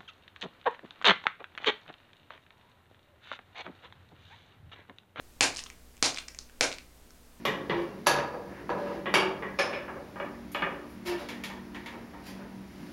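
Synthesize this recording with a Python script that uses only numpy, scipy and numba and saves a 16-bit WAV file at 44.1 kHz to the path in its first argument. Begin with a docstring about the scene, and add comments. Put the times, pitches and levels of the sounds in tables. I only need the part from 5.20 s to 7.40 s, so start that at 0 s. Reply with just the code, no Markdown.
"""Three smacks on a foil pack

A fist smacks a sealed foil pack three times in a small room, close to the microphone.
Each blow is a very short noise crack, coloured by a thump, trapped air and the ringing wrapper.
The foil crinkles in tiny ringing snaps, and the room answers with echoes and a fading tail.
Wavering mains hum, rumble and hiss lie underneath; the recorder squeezes and overloads loud peaks."""
import sys
import numpy as np
from scipy import signal
from scipy.fft import rfft, irfft
from scipy.io import wavfile
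from numba import njit

SR = 44100
rng = np.random.default_rng(int(sys.argv[2]) if len(sys.argv) > 2 else 0)


def waveform_to_disk(signal):
    """Save audio, clipped to [-1, 1], as 16-bit WAV at the path in sys.argv[1]."""
    frames = np.transpose(np.atleast_2d(signal))
    scaled = np.clip(frames, -1, 1) * 32767
    samples = np.round(scaled).astype(np.int16)
    wavfile.write(sys.argv[1], SR, samples)


N = 97020  # length in samples (2.2 s)


def undb(db):
    """Turn decibels into a plain multiplier."""
    return 10 ** (np.asarray(db) / 20)


def add(out, at_s, x):
    """Mix a sound in at a time, cutting off what runs past the end."""
    i = int(at_s * SR)
    out[i:i + len(x)] += x[:len(out) - i]


def curve(points, f):
    """Read between (Hz, value) points on a log-frequency axis."""
    p = np.array(points, float)
    return np.interp(np.log(f + 1), np.log(p[:, 0]), p[:, 1])


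def body(colour, resonances, size=2048):
    """How an object rings when struck: a broad colour plus damped resonances (Hz, width Hz, dB)."""
    f = np.fft.rfftfreq(size, 1 / SR) + 1
    power = undb(curve(colour, f)) ** 2
    for hz, width_hz, db in resonances:
        detune = (f * f - hz * hz) / (f * width_hz)
        power = power + undb(db) ** 2 / (1 + detune ** 2 / 2) ** 2
    # Fold the cepstrum (spectrum of the log spectrum) so that the response starts at once
    cepstrum = irfft(np.log(power) / 2)
    cepstrum[1:size // 2] *= 2
    cepstrum[size // 2 + 1:] = 0
    return irfft(np.exp(rfft(cepstrum)))


def burst(hold_s, fall_s, size=512, count=6):
    """A brief random crack of unit energy: it holds, then fades, with a nearly even spectrum."""
    t = np.arange(size) / SR
    envelope = np.exp(-np.maximum(t - hold_s, 0) / fall_s)
    x = rng.standard_normal(size) * envelope
    for _ in range(count):
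        even = irfft(np.exp(1j * np.angle(rfft(x))))  # keep the phases, level the spectrum
        x = even * envelope
    return x / np.linalg.norm(x)


def smacks():
    """The fist hits: flesh thumps, trapped air pops, the wrapper rings and is crushed."""
    # Blows: start_s, level_db, crush_db, thump_db, pocket_hz, pocket_db (trapped air),
    # then four wrapper rings as ring_hz, ring_db
    blows = [(0.208, 14.95, 1, 1.5, 840, 7, 1680, 6, 2485, 11.1, 4630, 6.3, 6800, 3.5),
             (0.826, 13.1, 3, 2, 933, 4.6, 2300, 6, 3920, 6.7, 4540, 8.6, 6100, 8),
             (1.409, 11.34, -1.5, 2, 586, 11.04, 1440, 7, 2260, 10.4, 4000, 3.2, 5820, 5.5)]
    # Broad colour of a blow: pitch_hz, level_db
    blow_colour = [(60, -26), (160, -15), (300, 0.5), (1100, 3.5), (1500, 1), (3200, 3.5), (7000, 3),
                   (10000, -6), (15000, -17)]
    contact_s, contact_fall_s = 0.0019, 0.00086
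    thump_hz, thump_width_hz, pocket_width_hz = 323, 406, 265
    ring_width_share = 0.23  # ring width as a share of its pitch
    crush_delay_s, crush_spread_s = 0.025, 0.007  # creases folding under the fist
    out = np.zeros(N)
    for at_s, db, crush_db, thump_db, pocket_hz, pocket_db, *rings in blows:
        thump = (thump_hz, thump_width_hz, thump_db)
        pocket = (pocket_hz, pocket_width_hz, pocket_db)
        wrapper = [(hz, hz * ring_width_share, ring_db) for hz, ring_db in zip(rings[::2], rings[1::2])]
        pack = body(blow_colour, [thump, pocket] + wrapper)
        crack = burst(contact_s, contact_fall_s)
        add(out, at_s, undb(db) * signal.fftconvolve(crack, pack))
        out += crinkle(crush_db, at_s + crush_delay_s, crush_spread_s,
                       count=8, ring_hz=4000, second_hz=5400, wander=0.28)
    return out


def foil():
    """The released wrapper springs back in single snaps over a light rustle."""
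    # Wrapper rustling as the hand lifts: centre_s, spread_s, level_db
    rustles = [(0.383, .016, -17), (.985, 0.015, -23.5), (1.53, .012, -25)]
    # Creases snapping back: start_s, level_db, main_hz, second_hz, second_db (against the main ring)
    creases = [(.3410, -16, 4470, 2000, -8), (.3455, -17.5, 8500, 4000, -2), (.3507, -13, 5000, 8000, -5),
               (.3622, -5.5, 4300, 6940, -11), (0.3699, -2.5, 5900, 4200, -15), (.3848, -13, 4800, 2700, 6),
               (0.39, -6.5, 2380, 6500, -15), (0.3914, -5, 4940, 2200, -0.5), (0.3932, -17, 6700, 3180, 6),
               (.4060, -29, 4000, 6500, -4), (0.438, -7.5, 6000, 8300, -17), (0.4619, -14, 3000, 1160, 5),
               (0.4661, -10.5, 3500, 5800, -17), (0.501, -8.5, 2240, 6300, -9),
               (.7682, -23, 2580, 7600, -2), (.7780, -23, 2400, 6000, -6), (1.2900, -28, 2300, 3500, -8),
               (0.945, -5.5, 5040, 2220, -4), (.9619, -5.5, 3470, 2160, -14), (0.9734, 1, 2270, 3630, -10),
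               (0.9841, -3, 3630, 1190, -1.5), (0.9856, -0.5, 2600, 4000, -3),
               (0.9885, -6, 3000, 6600, -4.5), (1.025, -24, 4180, 6000, -17),
               (1.0817, -11.5, 2180, 6640, -2), (1.0843, -6.5, 5400, 2160, -2),
               (1.0899, -23, 4400, 7550, -6), (1.147, -16, 6400, 2160, 3.5),
               (1.1883, -5.5, 4540, 5900, 1.5), (1.2970, -18.5, 1600, 2810, -3.5),
               (1.5160, -6, 3700, 2260, 3.5), (1.5266, -4, 4140, 2600, -2), (1.5384, -13, 4180, 6400, -6),
               (1.5846, -6.5, 2440, 4300, -6), (1.906, -22, 5400, 1380, 3)]
    out = sum(crinkle(db, centre_s, spread_s) for centre_s, spread_s, db in rustles)
    for at_s, db, hz, second_hz, second_db in creases:
        add(out, at_s, undb(db) * snap(hz, second_hz, second_db))
    return out


def crinkle(out_db, centre_s, spread_s, count=28, ring_hz=3200, second_hz=6000, second_db=-3,
            scatter_db=2.5, wander=0.27):
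    """A cluster of small creases, each snapping with its own random loudness and pitch."""
    out = np.zeros(N)
    for k, (size, pitch) in enumerate(rng.standard_normal((count, 2))):
        place = 2 * (k + rng.random()) / count - 1  # from -1 to 1 across the cluster
        when_s = centre_s + spread_s * 1.4 * place
        scale = np.exp(wander * pitch)
        level = undb(out_db + scatter_db * size)
        add(out, when_s, level * snap(ring_hz * scale, second_hz * scale, second_db))
    return out


def snap(hz, second_hz, second_db):
    """One crease flips and rings in two modes for a few cycles."""
    # Broad colour under the rings: pitch_hz, level_db
    crease_colour = [(100, -36), (500, -20.5), (1100, -11), (2500, -17.5), (6000, -15), (9000, -17.5),
                     (15000, -31)]
    hold_s, fall_s = 0.0008, 0.00084
    width_share = 0.27  # ring width as a share of its pitch
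    rings = [(hz, hz * width_share, 0), (second_hz, second_hz * width_share, second_db)]
    return signal.fftconvolve(burst(hold_s, fall_s), body(crease_colour, rings))


def room(x):
    """Wall echoes, low standing waves and a dense tail that builds up, mostly dying faster in the treble."""
    # Tail bands: pitch_hz, level_db (balance between bands), t60_s (time to fall by 60 dB)
    bands = [(78, 6, 0.38), (206, -7.5, .3), (263, -2.5, 0.32), (397, -2.5, 0.31), (670, 2.5, 0.26),
             (1070, -2, 0.27), (1600, -2, 0.29), (3000, -2, 0.23), (5000, -4.5, 0.26), (8000, -4, 0.22),
             (14000, 6, 0.21)]
    # Standing waves: pitch_hz, level_db, t60_s
    modes = [(279.4, -54.5, 0.36), (343, -60, 0.47), (148, -64, 0.42)]
    # Nearest walls: delay_s, level_db
    echoes = [(.0101, -23.5), (.0140, -20.5), (.0221, -21)]
    tail_db, early_db = -1, -3.5  # whole tail; its start before the build-up
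    gap_s, build_s = 0.023, 0.0023
    t = np.arange(SR // 2) / SR
    f = np.fft.rfftfreq(len(t), 1 / SR)
    noise = rfft(rng.standard_normal(len(t)))
    tail = 0
    for k, (hz, db, t60_s) in enumerate(bands):
        # 1 at this band's pitch, sloping to 0 at its neighbours
        share = curve([(row[0], j == k) for j, row in enumerate(bands)], f)
        fade = np.exp(-np.log(1000) * t / t60_s)
        tail = tail + undb(db) * irfft(noise * share, len(t)) * fade
    early = undb(early_db)
    rise = (1 + np.tanh((t - gap_s) / build_s)) / 2
    tail *= early + (1 - early) * rise
    response = undb(tail_db) * tail / np.linalg.norm(tail)
    for hz, db, t60_s in modes:
        response += undb(db) * np.sin(2 * np.pi * hz * t) * np.exp(-np.log(1000) * t / t60_s)
    for delay_s, db in echoes:
        add(response, delay_s, undb([db]))
    return x + signal.fftconvolve(x, response)[:N]


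def background():
    """Wavering mains hum from sine tones; low rumble and hiss from filtered noise."""
    # Colour of rumble and hiss: pitch_hz, level_db (before floor_db is added)
    floor_colour = [(20, -57.5), (42, -77), (68, -64.5), (100, -73.5), (200, -76.5), (280, -75.5),
                    (500, -77.5), (1000, -83), (2500, -87), (7000, -90), (9000, -90), (11000, -82),
                    (13000, -72), (16000, -51.5)]
    # Hum tones: pitch_hz, level_db (average strength before the wavering)
    hum_tones = [(30, -68), (59.5, -63), (119, -79.5), (179, -74.5), (241, -71), (302, -77.5)]
    floor_db, waver_depth = 27.5, 0.27
    t = np.arange(N) / SR
    noise = rfft(rng.standard_normal(N))
    colour = undb(curve(floor_colour, np.fft.rfftfreq(N, 1 / SR)))
    out = undb(floor_db) * irfft(noise * colour, N)
    for hz, db in hum_tones:
        # 24 random levels joined by straight lines
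        drift = np.interp(t, np.linspace(0, t[-1], num=24), rng.standard_normal(size=24))
        waver = 1 + waver_depth * drift
        tone = np.sin(2 * np.pi * (hz * t + rng.random()))
        out += np.sqrt(2) * undb(db) * waver * tone
    return out


def scene():
    """The blows and the foil sound in the room, over the background."""
    return room(smacks() + foil())[None] + background()


@njit
def follow(x, keep):
    """Peak follower: rises at once, sinks slowly."""
    out, level = np.empty(len(x)), 0.
    for i in range(len(x)):
        level = max(abs(x[i]), level * keep)
        out[i] = level
    return out


def record(dry):
    """A limiter turns peaks down, the input overloads softly, and the treble is dulled and cut."""
    # Recorder's tone: pitch_hz, level_db
    recorder_colour = [(20, 1), (7000, 1), (9000, -0.5), (11000, -8), (13000, -18.5), (16000, -42.5)]
    limit_above, limit_release_s, limit_slope = 0.22, 0.016, 0.27
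    ceiling = 0.23  # amplitude that the overloaded input cannot pass
    top_hz = 16200
    peak = follow(dry[0], np.exp(-1 / (limit_release_s * SR)))
    limited = dry / np.maximum(peak / limit_above, 1) ** limit_slope
    hot = ceiling * np.tanh(limited / ceiling)
    dull = signal.fftconvolve(hot, body(recorder_colour, [])[None])[:, :N]
    top_cut = signal.ellip(8, .2, 70, top_hz, fs=SR, output="sos")  # steep low-pass
    return signal.sosfilt(top_cut, dull)


dry = scene()
out = record(dry)
waveform_to_disk(out)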